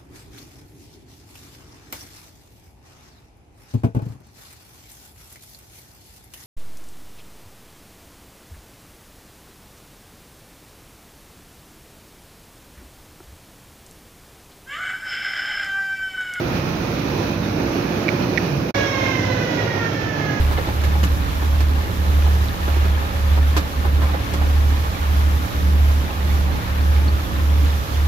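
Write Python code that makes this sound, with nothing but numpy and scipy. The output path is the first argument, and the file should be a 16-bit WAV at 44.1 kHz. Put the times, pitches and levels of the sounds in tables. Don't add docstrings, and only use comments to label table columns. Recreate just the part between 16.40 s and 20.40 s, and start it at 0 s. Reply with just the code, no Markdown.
import sys
import numpy as np
from scipy import signal
from scipy.fft import rfft, irfft
from scipy.io import wavfile
from scipy.ndimage import uniform_filter1d

SR = 44100
rng = np.random.default_rng(int(sys.argv[2]) if len(sys.argv) > 2 else 0)


def wav_record(signal):
    frames = np.transpose(np.atleast_2d(signal))
    bounded = np.clip(frames, -1, 1)
    quanta = np.round(bounded * 32767).astype(np.int16)
    wavfile.write(sys.argv[1], SR, quanta)


N = 176400

CUT_S, RESUME_S, RESUME_FADE_S = 2.309, 2.3415, .007
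# (frequency [Hz], left-right correlation [capped at 1 in use])
CORRELATION = [(60, 1.5), (130, 0.8), (290, 1.3), (640, 0.08), (1400, 0), (15000, 0)]
# (frequency [Hz], left minus right [dB])
BALANCE = [(60, -7), (110, -0.5), (200, -4.5), (380, -6), (700, -2.5), (1300, -5), (2400, -7), (4400, -10),
           (6500, -9.5), (8500, 3), (11000, -1), (15000, 1)]
# (frequency [Hz], relative level [dB])
EARLY_COLOUR = [(20, -52), (32, -36), (42, -43), (56, -5.5), (78, -11.5), (110, -5), (155, -4),
                (200, -10.5), (250, -10.5), (320, -4.5), (360, -4.5), (400, -11.5), (500, -9), (620, -12),
                (960, -17.5), (1500, -19.5), (2050, -23.5), (2400, -22.5), (3200, -29), (4100, -29.5),
                (4800, -31), (6000, -31), (6600, -37), (7100, -45), (8100, -58), (9500, -50), (11300, -41),
                (15500, -42.5)]
LATE_COLOUR = [(20, -54), (32, -42), (45, -15), (62, -12), (78, -13), (108, -1.5), (150, -4), (215, -10),
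               (300, -1), (415, -8), (540, -5.5), (725, -10), (1070, -15), (1300, -16.5), (1700, -14),
               (2100, -17), (2500, -21.5), (3300, -22.5), (4100, -25.5), (4800, -28), (5600, -25),
               (6500, -30), (7100, -39), (8100, -54.5), (9500, -48.5), (11600, -39), (15500, -41.5)]
# (time [s], deep bass [dB], bass [dB], low mids [dB], mids [dB], treble [dB])
EARLY_SWELLS = [(0, -46, -29, -38, -44, -51.5), (.55, -41, -33.5, -35, -44.5, -50),
                (1.15, -45, -36.5, -34, -45, -51.5), (1.9, -49, -28.5, -34, -43.5, -50),
                (2.3, -38, -29, -35, -47, -52.5)]
LATE_SWELLS = [(2.35, -37, -23, -30, -26, -40.5), (2.849, -43, -22, -31.5, -28, -42.5),
               (3.35, -40, -18, -32, -28, -45), (4, -41, -17.5, -34, -29.5, -47)]
BAND_CENTRES = [55, 140, 400, 1400, 4500]
# (frequency [Hz], width [Hz], gain [dB])
METAL_RINGS = [(2470, 180, 4), (4160, 22, -10), (4020, 55, 5), (4320, 40, 4.5)]
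# (multiple of shaft speed, level before the dropout [dB], level after it [dB])
SHAFT_PARTIALS = [(4, -40, -42), (5, -58, -57), (6, -35, -30.5), (7, -39, -32), (8, -44, -44),
                  (10, -35.5, -36.5), (11, -37.5, -47), (12, -50, -38.5), (13, -36, -44.5),
                  (14, -41.5, -63), (15, -40, -41.5), (16, -39.5, -40.5), (17, -37, -70), (19, -50, -58)]
# (time [s], gain [dB])
HUM_SWELL = [(0, -2), (1.2, 2), (2.2, -3.5), (2.5, 1), (2.7, 2), (3.05, 1.5), (3.3, -3), (4, -6.5)]
# (time [s], pitch [Hz], fundamental [dB], octave [dB])
CRANE_RUN_UP = [(0, 129.2, -44, -57), (.5, 140, -31, -44), (0.95, 148, -29, -36), (1.248, 160.5, -31, -47),
                (1.5, 170, -57, -34.5), (1.62, 175.4, -35, -25.5), (1.72, 177.5, -31.5, -26),
                (1.82, 179.6, -40, -31), (1.9, 180.7, -28, -31), (2.07, 179, -30, -40),
                (2.298, 179, -50, -54)]
# (frequency [Hz], time to fall 60 dB [s])
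HALL_DECAY = [(100, 1.8), (1000, 1.58), (2500, 1.3), (6000, 1.39)]
# (time [s], pitch [Hz], length [s], level [dB])
FAR_SQUEAKS = [(.785, 4064, 0.038, -42), (1.015, 3677, 0.054, -38.5), (2.89, 4050, 0.06, -38)]
# (time [s], pitch [Hz], length [s], level [dB])
STEEL_BOOMS = [(1.08, 307.5, 0.14, -22.5), (2.06, 140.7, .2, -21), (2.15, 59.45, 0.077, -31),
               (2.33, 113.6, 0.066, -24), (3.76, 151, 0.19, -25.5)]
# (time [s], length [s], low mode [dB], high mode [dB])
CLOSE_TICKS = [(1.6820, 0.0049, -29, -14), (1.6884, .005, -22.5, -9), (1.9746, .0025, -14, -11),
               (1.9782, 0.0058, -9.5, -16), (1.986, 0.0063, -31, -30)]
# (multiple of its pitch, relative level [dB])
MOTOR_PARTIALS = [(1, 3), (2, 0.5), (3, 2), (4, 4.5), (5, -2), (6, -3), (7, -5.5), (8, -9.5), (10, -11),
                  (11, -14), (12, -19)]
# (frequency
# [Hz], width [Hz], boost [dB])
WHINE_RESONANCES = [(559, 14, 7), (497, 22, 8), (866, 20, 7), (920, 30, 5), (1020, 15, 4), (1085, 70, 7),
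                    (1377, 30, 9), (1501, 28, 6), (1595, 50, 5), (1685, 85, 7), (1760, 45, 3.5),
                    (1870, 140, 5.5), (2020, 70, 4.5), (2115, 80, 7.5), (2245, 35, 5), (5600, 900, 6.5)]


def amp(db):
    return 10 ** (np.asarray(db) / 20)


def unit(x):
    return x / np.sqrt(np.mean(x ** 2) + 1e-20)


def curve(points, hz):
    f, value = np.transpose(points)
    return np.interp(np.log(hz + 1), np.log(f + 1), value)


def clock():
    return np.arange(N) / SR


def add(mix, start_s, sound):
    part = mix[:, round(start_s * SR):][:, :sound.shape[1]]
    part += sound[:, :part.shape[1]]


def wander(rate_hz):
    hz = np.fft.rfftfreq(2 * N, 1 / SR)
    return unit(irfft(rfft(rng.standard_normal(2 * N)) * np.exp(-(hz / rate_hz) ** 2))[:N])


def pan(left_db):
    gains = np.array([amp(left_db / 2), amp(-left_db / 2)])
    return (gains / gains.mean(0))[..., None]


def diffuse_noise(gain, size):
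    hop = size // 4
    t, hz = np.arange(N // hop + 5) * hop / SR, np.fft.rfftfreq(size, 1 / SR)
    a, b, c, d = rng.standard_normal((len(t), len(hz), 4)).T
    shared = np.clip(curve(CORRELATION, hz), -1, 1)[:, None]
    left = a + 1j * b
    right = shared * left + np.sqrt(1 - shared ** 2) * (c + 1j * d)
    spectra = np.array([left, right]) * pan(curve(BALANCE, hz)) * gain(t, hz)
    return signal.istft(spectra, nperseg=size, noverlap=size - hop)[1][:, :N]


def shed_rumble(colour, swells, level_db):
    def gain(t, hz):
        times, *bands = np.transpose(swells)
        band_db = [np.interp(t, times, band - band.mean()) for band in bands] + [0 * t]
        centres = [*BAND_CENTRES, 25000]
        crossfades = np.array([curve(list(zip(centres, row)), hz) for row in np.eye(len(centres))])
        swell_db = crossfades.T @ np.array(band_db)
        grain = uniform_filter1d(rng.standard_normal((len(t), len(hz))), size=9, axis=0)
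        patches_db = unit(uniform_filter1d(grain, size=24, axis=1)).T
        flutter_db = .74 * np.interp(t, clock(), wander(rate_hz=10.7))
        rings_db = sum(db / (1 + (2 * (hz - f) / width) ** 2) for f, width, db in METAL_RINGS)
        colour_db = curve(colour, hz) + rings_db
        return amp(colour_db[:, None] + swell_db + patches_db + flutter_db)
    return amp(level_db) * unit(diffuse_noise(gain, size=4096))


def shaft_hum(speed_hz=16.51, drift=.002, waver=.25):
    turns = np.cumsum(speed_hz * (1 + drift * wander(rate_hz=2.14))) / SR
    out = np.zeros((2, N))
    for k, early_db, late_db in SHAFT_PARTIALS:
        level = amp(np.where(clock() < RESUME_S, early_db, late_db)) * (1 + waver * wander(rate_hz=3.3))
        partial = np.sqrt(2) * np.sin(2 * np.pi * (k * turns + rng.random()))
        out += pan(curve(BALANCE, k * speed_hz)) * level * partial
    return out * amp(np.interp(clock(), *np.transpose(HUM_SWELL)))


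def crane_drive(jitter=.0081, waver=.54, wet=.52):
    times, *columns = np.transpose(CRANE_RUN_UP)
    hz, fundamental_db, octave_db = (np.interp(clock(), times, column) for column in columns)
    phase = 2 * np.pi * np.cumsum(hz * (1 + jitter * wander(rate_hz=19.8))) / SR
    drone = sum(amp(db) * (1 + waver * wander(rate_hz=10)) * np.sin(k * phase)
                for k, db in ((1, fundamental_db), (2, octave_db)))
    return pan(left_db=-5) * drone + wet * hall_reverb(drone)


def hall_reverb(x):
    tail = diffuse_noise(lambda t, hz: amp(-60 * t / curve(HALL_DECAY, hz)[:, None]), size=512)
    return signal.fftconvolve(x[None], unit(tail) / np.sqrt(N), axes=1)[:, :len(x)]


def steel_resonances(events, left_db):
    out = np.zeros((2, N))
    for start_s, hz, length, db in events:
        t = np.arange(0, length, 1 / SR)
        envelope = amp(db) * np.sin(np.pi * t / length)
        add(out, start_s, pan(left_db) * envelope * np.sin(2 * np.pi * hz * t))
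    return out


def ticks(modes_hz=(1900, 2300, 4270), attack_s=.00074, snap_decay_s=.0027):
    snap_band = signal.butter(5, [3000, 6000], "band", fs=SR, output="sos")
    out = np.zeros((2, N))
    for start_s, length, low_db, high_db in CLOSE_TICKS:
        t = np.arange(0, length, 1 / SR)
        low, high, overtone = (np.sin(2 * np.pi * hz * t) for hz in modes_hz)
        ring = amp(low_db) * (low + amp(-19.5) * overtone) - amp(high_db) * high
        envelope = np.minimum(t / attack_s, 1) * (1 - t / length) ** .75
        noise = unit(signal.sosfilt(snap_band, rng.standard_normal(N)))[:len(t)]
        snap = .12 * amp(max(low_db, high_db)) * noise * np.exp(-t / snap_decay_s)
        add(out, start_s, pan(left_db=-17) * (ring * envelope + snap))
    return out


def motor_whine(start_hz=561.8, slowing_per_s=.187, jitter=.00205, echo_lag_s=.045, wet=.7):
    t = clock() - RESUME_S
    hz = start_hz * np.exp(-slowing_per_s * t) * (1 + jitter * wander(rate_hz=27))
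    turns = np.cumsum(hz) / SR
    echo_ratio = np.exp(slowing_per_s * echo_lag_s)
    out = np.zeros((2, N))
    for k, db in MOTOR_PARTIALS:
        echo_hz = k * hz * echo_ratio
        boost_db = sum(peak * np.exp(-(2 * (echo_hz - f) / width) ** 2)
                       for f, width, peak in WHINE_RESONANCES)
        phase = 2 * np.pi * (k * turns + rng.random())
        direct = .53 / (1 + (k / 7.5) ** 4) * np.sin(phase)
        a, b, c, d = (wander(rate_hz=12 + 10 * k) for _ in range(4))
        smear = np.array([a + 1j * b, c + 1j * d]) / np.sqrt(2)
        echo = pan(curve(BALANCE, k * start_hz)) * (smear * np.exp(1j * phase * echo_ratio)).real
        out += amp(db + boost_db) * (pan(left_db=-20) * direct + wet * echo)
    return out * amp(-34.5 - 2.5 * t)


def scene():
    early = shed_rumble(EARLY_COLOUR, EARLY_SWELLS, level_db=-23) + crane_drive()
    late = shed_rumble(LATE_COLOUR, LATE_SWELLS, level_db=-22.5) + motor_whine()
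    squeaks = steel_resonances(FAR_SQUEAKS, left_db=-15)
    booms = steel_resonances(STEEL_BOOMS, left_db=-4.5)
    return np.where(clock() < RESUME_S, early, late) + shaft_hum() + squeaks + booms + ticks()


def record(dry):
    t = clock()
    remnant = amp(-12.5) * np.exp(-abs(t - CUT_S) / .0042)
    fade_in = np.clip((t - RESUME_S) / RESUME_FADE_S, 0, 1)
    gate = np.where(t < CUT_S, 1, remnant + fade_in)
    lowpass = signal.firwin(511, cutoff=15700, window=("kaiser", 9), fs=SR)
    return signal.oaconvolve(dry * gate, lowpass[None], "same")


dry = scene()
out = record(dry)
wav_record(out)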